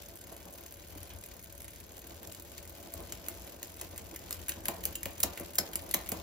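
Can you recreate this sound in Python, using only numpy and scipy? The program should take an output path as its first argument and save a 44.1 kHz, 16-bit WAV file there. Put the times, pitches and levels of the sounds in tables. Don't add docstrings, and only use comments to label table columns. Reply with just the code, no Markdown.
import sys
import numpy as np
from scipy import signal
from scipy.fft import rfft, irfft, next_fast_len
from scipy.io import wavfile
from scipy.ndimage import uniform_filter1d, map_coordinates

SR = 44100
rng = np.random.default_rng(int(sys.argv[2]) if len(sys.argv) > 2 else 0)


def store_pcm(level_fs):
    pcm = np.round(np.clip(level_fs, -1, 1) * 32767).astype(np.int16)
    wavfile.write(sys.argv[1], SR, np.atleast_2d(pcm).T)


def undo_db(level):
    steps = np.asarray(level, float) / 20
    return 10 ** steps


N = 274302

# start_s, murmur_db, whirr_db, lower_hum_db
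RUNNING_LEVELS = [(0, -56, -56.5, -65), (.3, -56.5, -61, -72), (.85, -57, -58.5, -72),
                  (.97, -56, -58.5, -74), (1.4, -56.5, -60, -69), (1.7, -58, -60, -70),
                  (1.95, -55, -58, -78), (2.13, -55.5, -57.5, -64), (2.35, -55.5, -59, -66),
                  (2.8, -55, -57, -61), (3.0, -52.5, -56.5, -63.5), (3.3, -52, -55, -71),
                  (3.65, -56.5, -57.5, -73), (3.85, -54.5, -57.5, -79), (4.35, -53, -56, -67),
                  (4.75, -53, -57.5, -70), (5.5, -53.5, -59.5, -64.5), (6.22, -50.5, -54, -76)]
# thud_db, push_db, upper_tubes_db
KNOCK_EVENTS = [(0.322, -48, -14, -2, 2), (0.958, -57, -19, 22, 0), (2.941, -48.5, -10, 4, -0.5),
                (3.618, -51, -9, -6, 2), (3.813, -47, -15, -6, 1), (4.31, -51.5, -6.5, -13, -1),
                (4.483, -49.5, -13, -8, 2), (4.686, -38.5, -8.5, 13, 9), (4.856, -39, -21, 5, -11),
                (5.058, -37.5, -21, 9, -2), (5.237, -33.5, -13, 3, 4), (5.399, -38, -11, -6, -3.5),
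                (5.586, -34.5, -11.5, 0, 1.5), (5.755, -46.5, -36, 9, 3), (5.944, -34.5, -15, 4, 2.5),
                (6.121, -35.5, -10, 13, 1)]
# centre_hz, width_hz, level_db
FRAME_MODES = [(472, 105, -3), (572, 27.5, 3), (663.7, 46.6, -0.5), (799, 94, -4), (997, 230, -8)]
# centre_hz, width_hz, level_db
SHELL_MODES = [(135, 45, -13), (178, 19.5, 2.5), (265, 66, -2.5), (339.3, 27.4, 5)]


def unit(x):
    return x / np.sqrt(np.mean(x ** 2) + 1e-20)


def along(points, hz):
    f, v = np.transpose(points)
    return np.interp(np.log(hz + 1), np.log(f + 1), v)


def over_time(start_s, values):
    return np.interp(np.arange(N) / SR, start_s, values)


def wobble(rate):
    knots = rng.standard_normal(int(N * rate / SR) + 4)
    return map_coordinates(knots, [np.arange(N) * rate / SR])


def filtered(x, response):
    n = x.shape[-1]
    m = next_fast_len(n + SR // 2)
    return irfft(rfft(x, m) * response(np.fft.rfftfreq(m, 1 / SR)), m)[..., :n]


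def body(modes):
    def response(f):
        return sum((-1) ** k * undo_db(db) * 1j * f * w / (c * c - f * f + 1j * f * w)
                   for k, (c, w, db) in enumerate(modes))
    return response


def pair(length, response):
    # frequency_hz, correlation (0-1)
    coherence = [(60, 0.89), (290, 0.84), (640, 0.22), (1400, 0.28), (4000, 0.08), (7000, 0.18), (8600, 1),
                 (11000, 0.73), (15000, 1)]

    def mid_side(hz):
        angle = np.arccos(np.clip(along(coherence, hz), 0, 1)) / 2
        return response(hz) * [np.cos(angle), np.sin(angle)]

    mid, side = filtered(rng.standard_normal((2, length)), mid_side)
    return unit(np.array([mid + side, mid - side]))


def blows(times, level_db):
    return np.bincount(np.round(times * SR).astype(int), undo_db(level_db), N)[:N]


def bursts(times, level_db, t60, snap_db):
    t = np.arange(SR // 25) / SR
    shape = undo_db(-60 * t / np.reshape(t60, (-1, 1))) + undo_db(snap_db - 60 * t / 0.0018)
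    shape *= 1 - np.exp(-t / 0.00023)
    grit_db = 5 * rng.standard_normal((len(times), len(t) // 12))
    grit = np.repeat(undo_db(grit_db), 12, axis=1)
    rows = shape * grit * rng.standard_normal((len(times), len(t)))
    energy_gain = undo_db(level_db) * np.linalg.norm(shape, axis=1) / np.linalg.norm(rows, axis=1)
    rows = rows * energy_gain[:, None]
    at = np.round(times * SR).astype(int)[:, None] + np.arange(len(t))
    return np.bincount(at.ravel(), rows.ravel(), N + SR)[:N]


def steadied(x, share):
    swell = np.abs(signal.hilbert(x.mean(axis=0), next_fast_len(N))[:N])
    smooth = uniform_filter1d(swell, size=1500)
    return unit(x / (smooth + .15) ** np.clip(share, 0, 1))


def drone():
    # start_s, level_db
    surges = [(0.0, -56), (0.17, -58), (0.87, -58), (0.99, -48.5), (1.11, -57), (1.16, -47), (1.28, -65),
              (1.32, -51), (1.35, -59), (1.61, -54.5), (1.97, -60), (2.15, -51.5), (2.25, -61), (2.29, -52),
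              (2.34, -58), (2.72, -54.5), (2.93, -60), (2.96, -48), (3.12, -55), (3.13, -48), (3.27, -55.5),
              (3.45, -48.5), (3.48, -62), (3.52, -54.5), (3.65, -60), (3.88, -51), (4.3, -54), (4.33, -49),
              (4.85, -53), (4.87, -45.5), (5.01, -57), (5.02, -50), (5.11, -47.5), (5.15, -57), (5.26, -44),
              (5.37, -61), (5.42, -49), (5.51, -60), (5.63, -48), (5.67, -63), (5.78, -46.5), (5.87, -58),
              (5.96, -52), (6.22, -49.5)]
    # centre_hz, width_hz, level_db
    stand_modes = [(56.7, 5.9, -1.5), (85.3, 14.6, -4.5)]
    return undo_db(over_time(*np.transpose(surges))) * steadied(pair(N, body(stand_modes)), share=0.5)


def murmur(shake):
    start_s, murmur_db, _, _ = np.transpose(RUNNING_LEVELS)
    level_db = over_time(start_s, murmur_db) + 1.85 * wobble(15) + 1.9 * wobble(40)
    return np.hypot(undo_db(level_db), shake) * pair(N, body(SHELL_MODES + FRAME_MODES))


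def hum():
    # start_s, level_db
    upper_levels = [(0, -78), (.4, -69), (.88, -78), (1.1, -69), (2.03, -83), (2.7, -75), (2.95, -61),
                    (3.15, -67), (3.28, -68.5), (3.5, -68), (3.9, -79), (6.22, -85)]
    start_s, _, _, lower_db = np.transpose(RUNNING_LEVELS)
    levels = over_time(start_s, lower_db), over_time(*np.transpose(upper_levels))
    out = np.zeros(N)
    for pitch_hz, waver_hz, level_db in zip((577, 669), (5, 4), levels):
        strength = undo_db(level_db + 1.5 * wobble(5.94))
        phase = 2 * np.pi * np.cumsum(pitch_hz + waver_hz * wobble(9)) / SR
        out += np.sqrt(2) * strength * np.sin(phase)
    return out


def whirr(rattle):
    # frequency_hz, relative_level_db (per Hz)
    whirr_spectrum = [(900, -8), (1300, -2.5), (2500, 4.5), (5000, 4), (8000, 2.5), (11500, -3.5),
                      (13500, -4.5), (15200, 3.5), (16200, -66)]
    start_s, _, whirr_db, _ = np.transpose(RUNNING_LEVELS)
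    restless = undo_db(2.05 * wobble(60) + 4.4 * wobble(300))
    grains = unit(restless * pair(N, lambda hz: undo_db(along(whirr_spectrum, hz))))
    return np.hypot(undo_db(over_time(start_s, whirr_db)), rattle) * grains


def air():
    # frequency_hz, relative_level_db (per Hz)
    air_spectrum = [(15, -49), (25, 12), (75, -6.5), (136, -9), (344, -12), (501, -11.5), (575, -13.5),
                    (882, -57), (1500, -14.5), (1950, -33), (3300, -120)]
    return undo_db(-55.0) * pair(N, lambda hz: undo_db(along(air_spectrum, hz)))


def seats():
    # start_s, teeth_passed
    travel = [(0, -.3), (.478, 17.84), (.957, 36.09), (1.435, 54.54), (1.914, 72.77), (2.392, 91.63),
              (2.871, 110.65), (3.349, 129.95), (3.828, 149.34), (4.306, 168.5), (4.785, 187.91),
              (5.263, 207.2), (5.742, 226.06), (6.22, 244.86)]
    # plates_db, links_db
    worn_teeth = [(2, -46.5, 8, -8.5), (2.6, -43.5, 2.5, -4.5), (2, -45, 6.5, -8), (2, -41, 2.5, -19),
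                  (1.7, -44.5, 3, -8), (2.9, -42.5, 0, -17), (4.3, -43.5, 3, -14), (5.6, -43.5, 5, -5),
                  (4, -41, 3.5, -4), (5.1, -40.5, 1, -9.5), (3, -40, 2.5, -8.5), (3, -43, 6, -7),
                  (6, -45, 6, -17), (10, -42.5, 1.5, -8.5)]
    # start_s, level_db
    firmness = [(0, -3.5), (1.5, -3.1), (3, -4), (4.5, -3), (6.22, 0)]
    start_s, teeth = np.transpose(travel)
    count = np.arange(1, int(teeth[-1]))
    early_ms, db, plate_db, link_db = np.transpose(worn_teeth)[:, count % len(worn_teeth)]
    luck = rng.standard_normal((len(count), 5))
    when = np.interp(count, teeth, start_s) + (.5 * luck[:, 0] - early_ms) / 1000
    db = db + np.interp(when, *np.transpose(firmness)) + luck[:, 1]
    t60 = 0.034 * np.exp(0.093 * luck[:, 4])
    return [when, db, plate_db + 1.1 * luck[:, 2], link_db + 0.3 * luck[:, 3], t60]


def faint_ticks():
    draw = rng.random(size=(1200, 5))
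    when = draw[:, 0] * N / SR
    db = -55 + 9 * draw[:, 1] ** 3
    return [when, db, -8 + 11 * draw[:, 2], -12 + 14 * draw[:, 3], 0.0032 + 0.0047 * draw[:, 4]]


def slaps():
    s, db = np.transpose(KNOCK_EVENTS)[:2, :, None]
    draw = rng.random(size=(len(KNOCK_EVENTS), 22, 4))
    late = .008 + .13 * draw[..., 0] ** 1.5
    level_db = db - 3.5 - 60 * late / 0.51 - 14 * draw[..., 1] ** 0.49
    when = np.minimum(s + late, (N - 1) / SR)
    plate_db, link_db = -4 + 6 * draw[..., 2], 6 * draw[..., 3]
    return np.reshape([when, level_db, plate_db, link_db, 0.0031 + 0 * late], (5, -1))


def contacts(s, db, plate_db, link_db, t60):
    # centre_hz, width_hz, level_db
    sprocket_modes = [(7650, 1310, -7), (10050, 670, -3.5), (10430, 580, -2.5), (11150, 1380, -4.5),
                      (12630, 480, -3.5), (13360, 650, -5), (13500, 930, -15), (15200, 400, -5),
                      (16100, 690, -19)]
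    # centre_hz, width_hz, level_db
    plate_modes = [(4600, 2070, -12), (5250, 380, -7), (6280, 306, -4), (7330, 240, -3.5)]
    # centre_hz, width_hz, level_db
    link_modes = [(1450, 700, -9), (2014, 490, -1), (2437, 540, -3.5), (2960, 290, -1.5),
                  (3600, 1070, -8.5)]

    def varied(modes):
        shift = np.exp(.02 * rng.standard_normal((len(modes), 1)) * [1, 0, 0])
        scatter = 1.2 * rng.standard_normal((len(modes), 1)) * [0, 0, 1]
        return body(np.array(modes) * shift + scatter)

    spots, out = 9, np.zeros((2, N))
    for spot in range(spots):
        s1, db1, plate, link, t1 = (v[spot::spots] for v in (s, db, db + plate_db, db + link_db, t60))
        bright = filtered(bursts(s1, db1 + 10.0, t1, snap_db=2.0), varied(sprocket_modes))
        plate_hit = bursts(s1, plate + 5.7, 0.92 * t1, snap_db=-17.0) + blows(s1, plate + 12.4)
        middle = filtered(plate_hit, varied(plate_modes))
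        link_hit = bursts(s1, link + 6.0, 2.28 * t1, snap_db=-9.0) + blows(s1, link + 18)
        dull = filtered(link_hit, varied(link_modes))
        lean = undo_db(1.3 * (spot % 3 - 2.5) * np.array([[.5], [-.5]]))
        out += lean * (bright + middle + dull)
    return out


def clicks():
    # plates_db, links_db; sprocket_t60_s
    catches = [(0.02, -37, -15, -23, 0.01), (0.1563, -35, -11, -17, 0.0066), (0.172, -40, 3, -19, 0.01),
               (0.211, -34, -3, -26, 0.0067), (0.324, -41, 1, -13, 0.025), (0.341, -43, -7, -10, .006),
               (.365, -36.5, 4, -14, 0.012), (0.5258, -38, -9, -25, .006), (.577, -32, -8, -27, .006),
               (0.538, -34, -9, -20, .006), (.7395, -40, -6, -18, .008), (0.9265, -43, -9, -15, 0.0055),
               (1.0935, -39, -10, -11, .006), (0.6615, -37.5, 5.5, -5.5, 0.014),
               (0.7232, -33.5, -4, -9.5, .006), (.9057, -38, -3, -14, .008), (1.031, -36, -8, -20, 0.009),
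               (0.8843, -40, -4, -15, .008), (1.1026, -48.5, 10, 9, 0.027), (1.115, -57, 1, 10, 0.026),
               (0.981, -41, 7, -1, 0.012), (1.238, -38.5, 10, -7, 0.011), (1.2603, -34, -8, -10, 0.0072),
               (1.426, -39, -4, -26, .008), (1.443, -33.5, -11, -25, .006), (1.525, -36, -8, -18, .008),
               (1.579, -37, -2, -15, .01), (1.759, -42, -5, -12, 0.0092), (1.991, -38, -5, -12, .008),
               (2.652, -39, -5, -12, .008), (1.619, -35, 0, -8, 0.0068), (1.6046, -35.5, 7, -9, 0.011),
               (1.68, -37.5, -6, -7, .01), (1.6438, -34, -11, -9, 0.0096), (1.802, -37, -10, -16, 0.0067),
               (1.967, -44, -4, -17, .014), (1.9805, -34.5, -3, -11, 0.0065), (2.071, -37, -19, -23, .017),
               (2.23, -34, -8, -7.5, 0.015), (2.273, -36, 4, -18, 0.011), (2.3231, -35, -4, -15, 0.011),
               (2.3974, -39, -14, -15, .01), (2.4229, -38, -11, -17, 0.0096), (2.3475, -37, 5, -7, 0.013),
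               (2.5792, -35.5, 7, -7, 0.019), (2.676, -38, 3, -26, .011), (2.695, -37, -5, -23, .014),
               (2.9212, -38, -8, -2, 0.0091), (3.026, -41, -6, -15, 0.0092), (3.3717, -44, -14, -9, .01),
               (2.9378, -25.5, -3, -17, 0.0083), (3.003, -35, -9, -6, 0.011), (3.122, -30, 5, -5.5, 0.022),
               (3.265, -37, -16, -5, 0.007), (3.2842, -20.5, 0, -9.5, 0.0076), (3.475, -42, 9, 4, .014),
               (3.6295, -22, 2, -12, 0.0078), (3.647, -38, -3, -10, .008), (3.769, -39, -3, -8, .008),
               (3.798, -38, -3, 0, .008), (3.342, -38, -5, -10, .008), (3.8125, -26, -1, -8.5, 0.016),
               (3.96, -40.5, 5, -3, .019), (3.978, -30.5, -4, -8.5, 0.021), (4.1467, -41, -11, 1, 0.012),
               (4.1604, -30.5, 4.5, -4, 0.016), (4.284, -52, -5, 6, .006), (4.293, -42, 2, -12, .008),
               (4.415, -40, 0, -8, .006), (4.745, -37, -12, -15, .006), (5.28, -48, -5, 4, .006),
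               (5.432, -50, -5, 10, .008), (4.3078, -23.5, -17, -5.5, 0.011),
               (4.3268, -26.5, 6, -12, 0.015), (4.343, -39, -13, -3, 0.045), (4.392, -40, -15, -2, .014),
               (4.483, -22.5, -13, -8.5, 0.013), (4.4923, -20.5, -5, -10, 0.021),
               (4.5194, -33, 12, -2, 0.011), (4.655, -23.5, -1.5, -7, 0.013), (4.6832, -16.5, 3, -7, 0.012),
               (4.838, -27, 2, -11, 0.015), (4.853, -16.5, 1, -11.5, 0.013), (4.926, -40, -8, -2, 0.013),
               (4.9539, -26.5, 4, -15.5, 0.03), (4.871, -46, -3, -5, .02), (5.091, -56, -7, -4, 0.019),
               (5.031, -26, 1, -7, 0.013), (5.056, -22.5, -0.5, -4, 0.01), (5.193, -38, -8, -10, 0.012),
               (5.202, -21, -5, -13, 0.018), (5.2302, -18.5, 1, -3.5, .01), (5.233, -12, 5, -12, 0.011),
               (5.2345, -13.5, 2, -21.5, 0.014), (5.2348, -18.5, 3, -14, 0.0096),
               (5.546, -38, -12, -15, .008), (5.582, -26, -7, 1, 0.011), (5.374, -32.5, -2, 1, 0.019),
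               (5.3976, -29, -2, -18, 0.013), (5.555, -24, -13, -14, 0.017),
               (5.584, -16.5, 10.5, -10.5, 0.018), (5.5877, -14, 5.5, -16, 0.011),
               (5.7325, -30, -5, -2.5, 0.015), (5.756, -19.5, 3.5, -11, 0.012),
               (5.793, -44.5, -8, 6.5, 0.018), (5.8211, -35, -8, -21, .009), (5.9114, -23, 2, -11, 0.013),
               (5.9396, -12, -11, -12, 0.013), (5.9435, -12.5, 3, -8.5, 0.01), (6.06, -36, -11, -4, .013),
               (6.089, -23, -7, -11, 0.018), (6.118, -19.5, 0.5, -10.5, 0.018)]
    return contacts(*np.hstack([np.transpose(catches), seats(), faint_ticks(), slaps()]))


def workshop(x):
    # frequency_hz, t60_s
    wall_decay = [(200, 0.1), (1000, 0.49), (3000, 0.26), (6000, 0.13), (12000, 0.11), (16000, 0.14)]
    out, step = np.zeros((2, N + SR)), SR // 4
    for start in range(0, N, step):
        hz, t, z = signal.stft(pair(SR // 2, np.ones_like), SR, nperseg=256)
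        decay = undo_db(-60 * t / along(wall_decay, hz)[:, None])
        tail = signal.istft(z * decay, SR, nperseg=256)[1]
        wet = signal.fftconvolve(x[None, start:start + step], tail / np.linalg.norm(tail[0]), axes=1)
        out[:, start:start + wet.shape[1]] += wet
    return out[:, :N]


def knocks():
    # centre_hz, width_hz, level_db
    push_mode = [(230, 210, 0)]
    # centre_hz, width_hz, level_db
    ring_modes = [(9850, 55, -11), (12250, 50, 1)]
    s, db, thud_db, push_db, upper_db = np.transpose(KNOCK_EVENTS)

    def jolt(level_db):
        return blows(s, level_db + 40.5) + bursts(s, level_db + 4, .025, snap_db=-5.0)

    lower_tubes = filtered(jolt(db), body(FRAME_MODES[:2]))
    upper_tubes = filtered(jolt(db + upper_db), body(FRAME_MODES[2:]))
    thud = filtered(blows(s + 0.00625, db + thud_db + 52.5), body(SHELL_MODES))
    push = filtered(blows(s + 0.00092, db + push_db + 32.5), lambda hz: body(push_mode)(hz) ** 2)
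    ring = filtered(blows(s, db + 30), body(ring_modes))
    return lower_tubes + upper_tubes + thud + push + ring


def shudders():
    # above_knock_db, rise_s (time constant), t60_s
    shudder_decay = [(-4, 0.011, 0.22), (-15, 0.032, 0.67)]
    s, db = np.transpose(KNOCK_EVENTS)[:2]
    t = np.arange(SR // 2) / SR
    gains = []
    for above_db, rise, t60 in shudder_decay:
        envelope = undo_db(-60 * t / t60) * (1 - np.exp(-t / rise))
        gains.append(signal.fftconvolve(blows(s, db + above_db), envelope)[:N])
    return gains


def adjuster():
    # start_s, blow_db
    notch_clicks = [(4.9541, 3)]
    # centre_hz, width_hz, level_db
    barrel_modes = [(2780, 81, -0.5), (3120, 76, -1.5)]
    s, db = np.transpose(notch_clicks)
    return filtered(blows(s, db), body(barrel_modes))


def scene():
    shake, rattle = shudders()
    running = drone() + murmur(shake) + hum() + whirr(rattle)
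    tick, knock = clicks() + adjuster(), knocks()
    room = workshop(undo_db(-6.0) * tick.mean(axis=0) + undo_db(-3) * knock)
    return tick + knock + room + running + air()


def roll_off(x):
    return signal.sosfilt(signal.butter(12, 16950, fs=SR, output="sos"), x)


def record(dry):
    # frequency_hz, left_over_right_db
    port_lean = [(60, 3.5), (110, 5), (200, 0), (400, -0.5), (1300, .8), (4400, 2.8), (9000, 2)]
    # frequency_hz, left_lead_rad
    port_phase = [(600, 0), (1900, -.1), (3600, 1.6), (5000, .3), (6300, -1.5), (7700, -2.8), (8600, -3.14),
                  (9650, -3.5), (12100, -5.5), (13400, -6.25), (16500, -6.4)]
    side = np.array([[.5], [-.5]])

    def response(hz):
        edges = hz ** 6 / (hz ** 6 + 44 ** 6) / (1 + (hz / 15800) ** 70)
        return edges * undo_db(side * along(port_lean, hz)) * np.exp(1j * side * along(port_phase, hz))

    ports = filtered(dry, response)
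    return roll_off(ports)


dry = scene()
out = record(dry)
store_pcm(out)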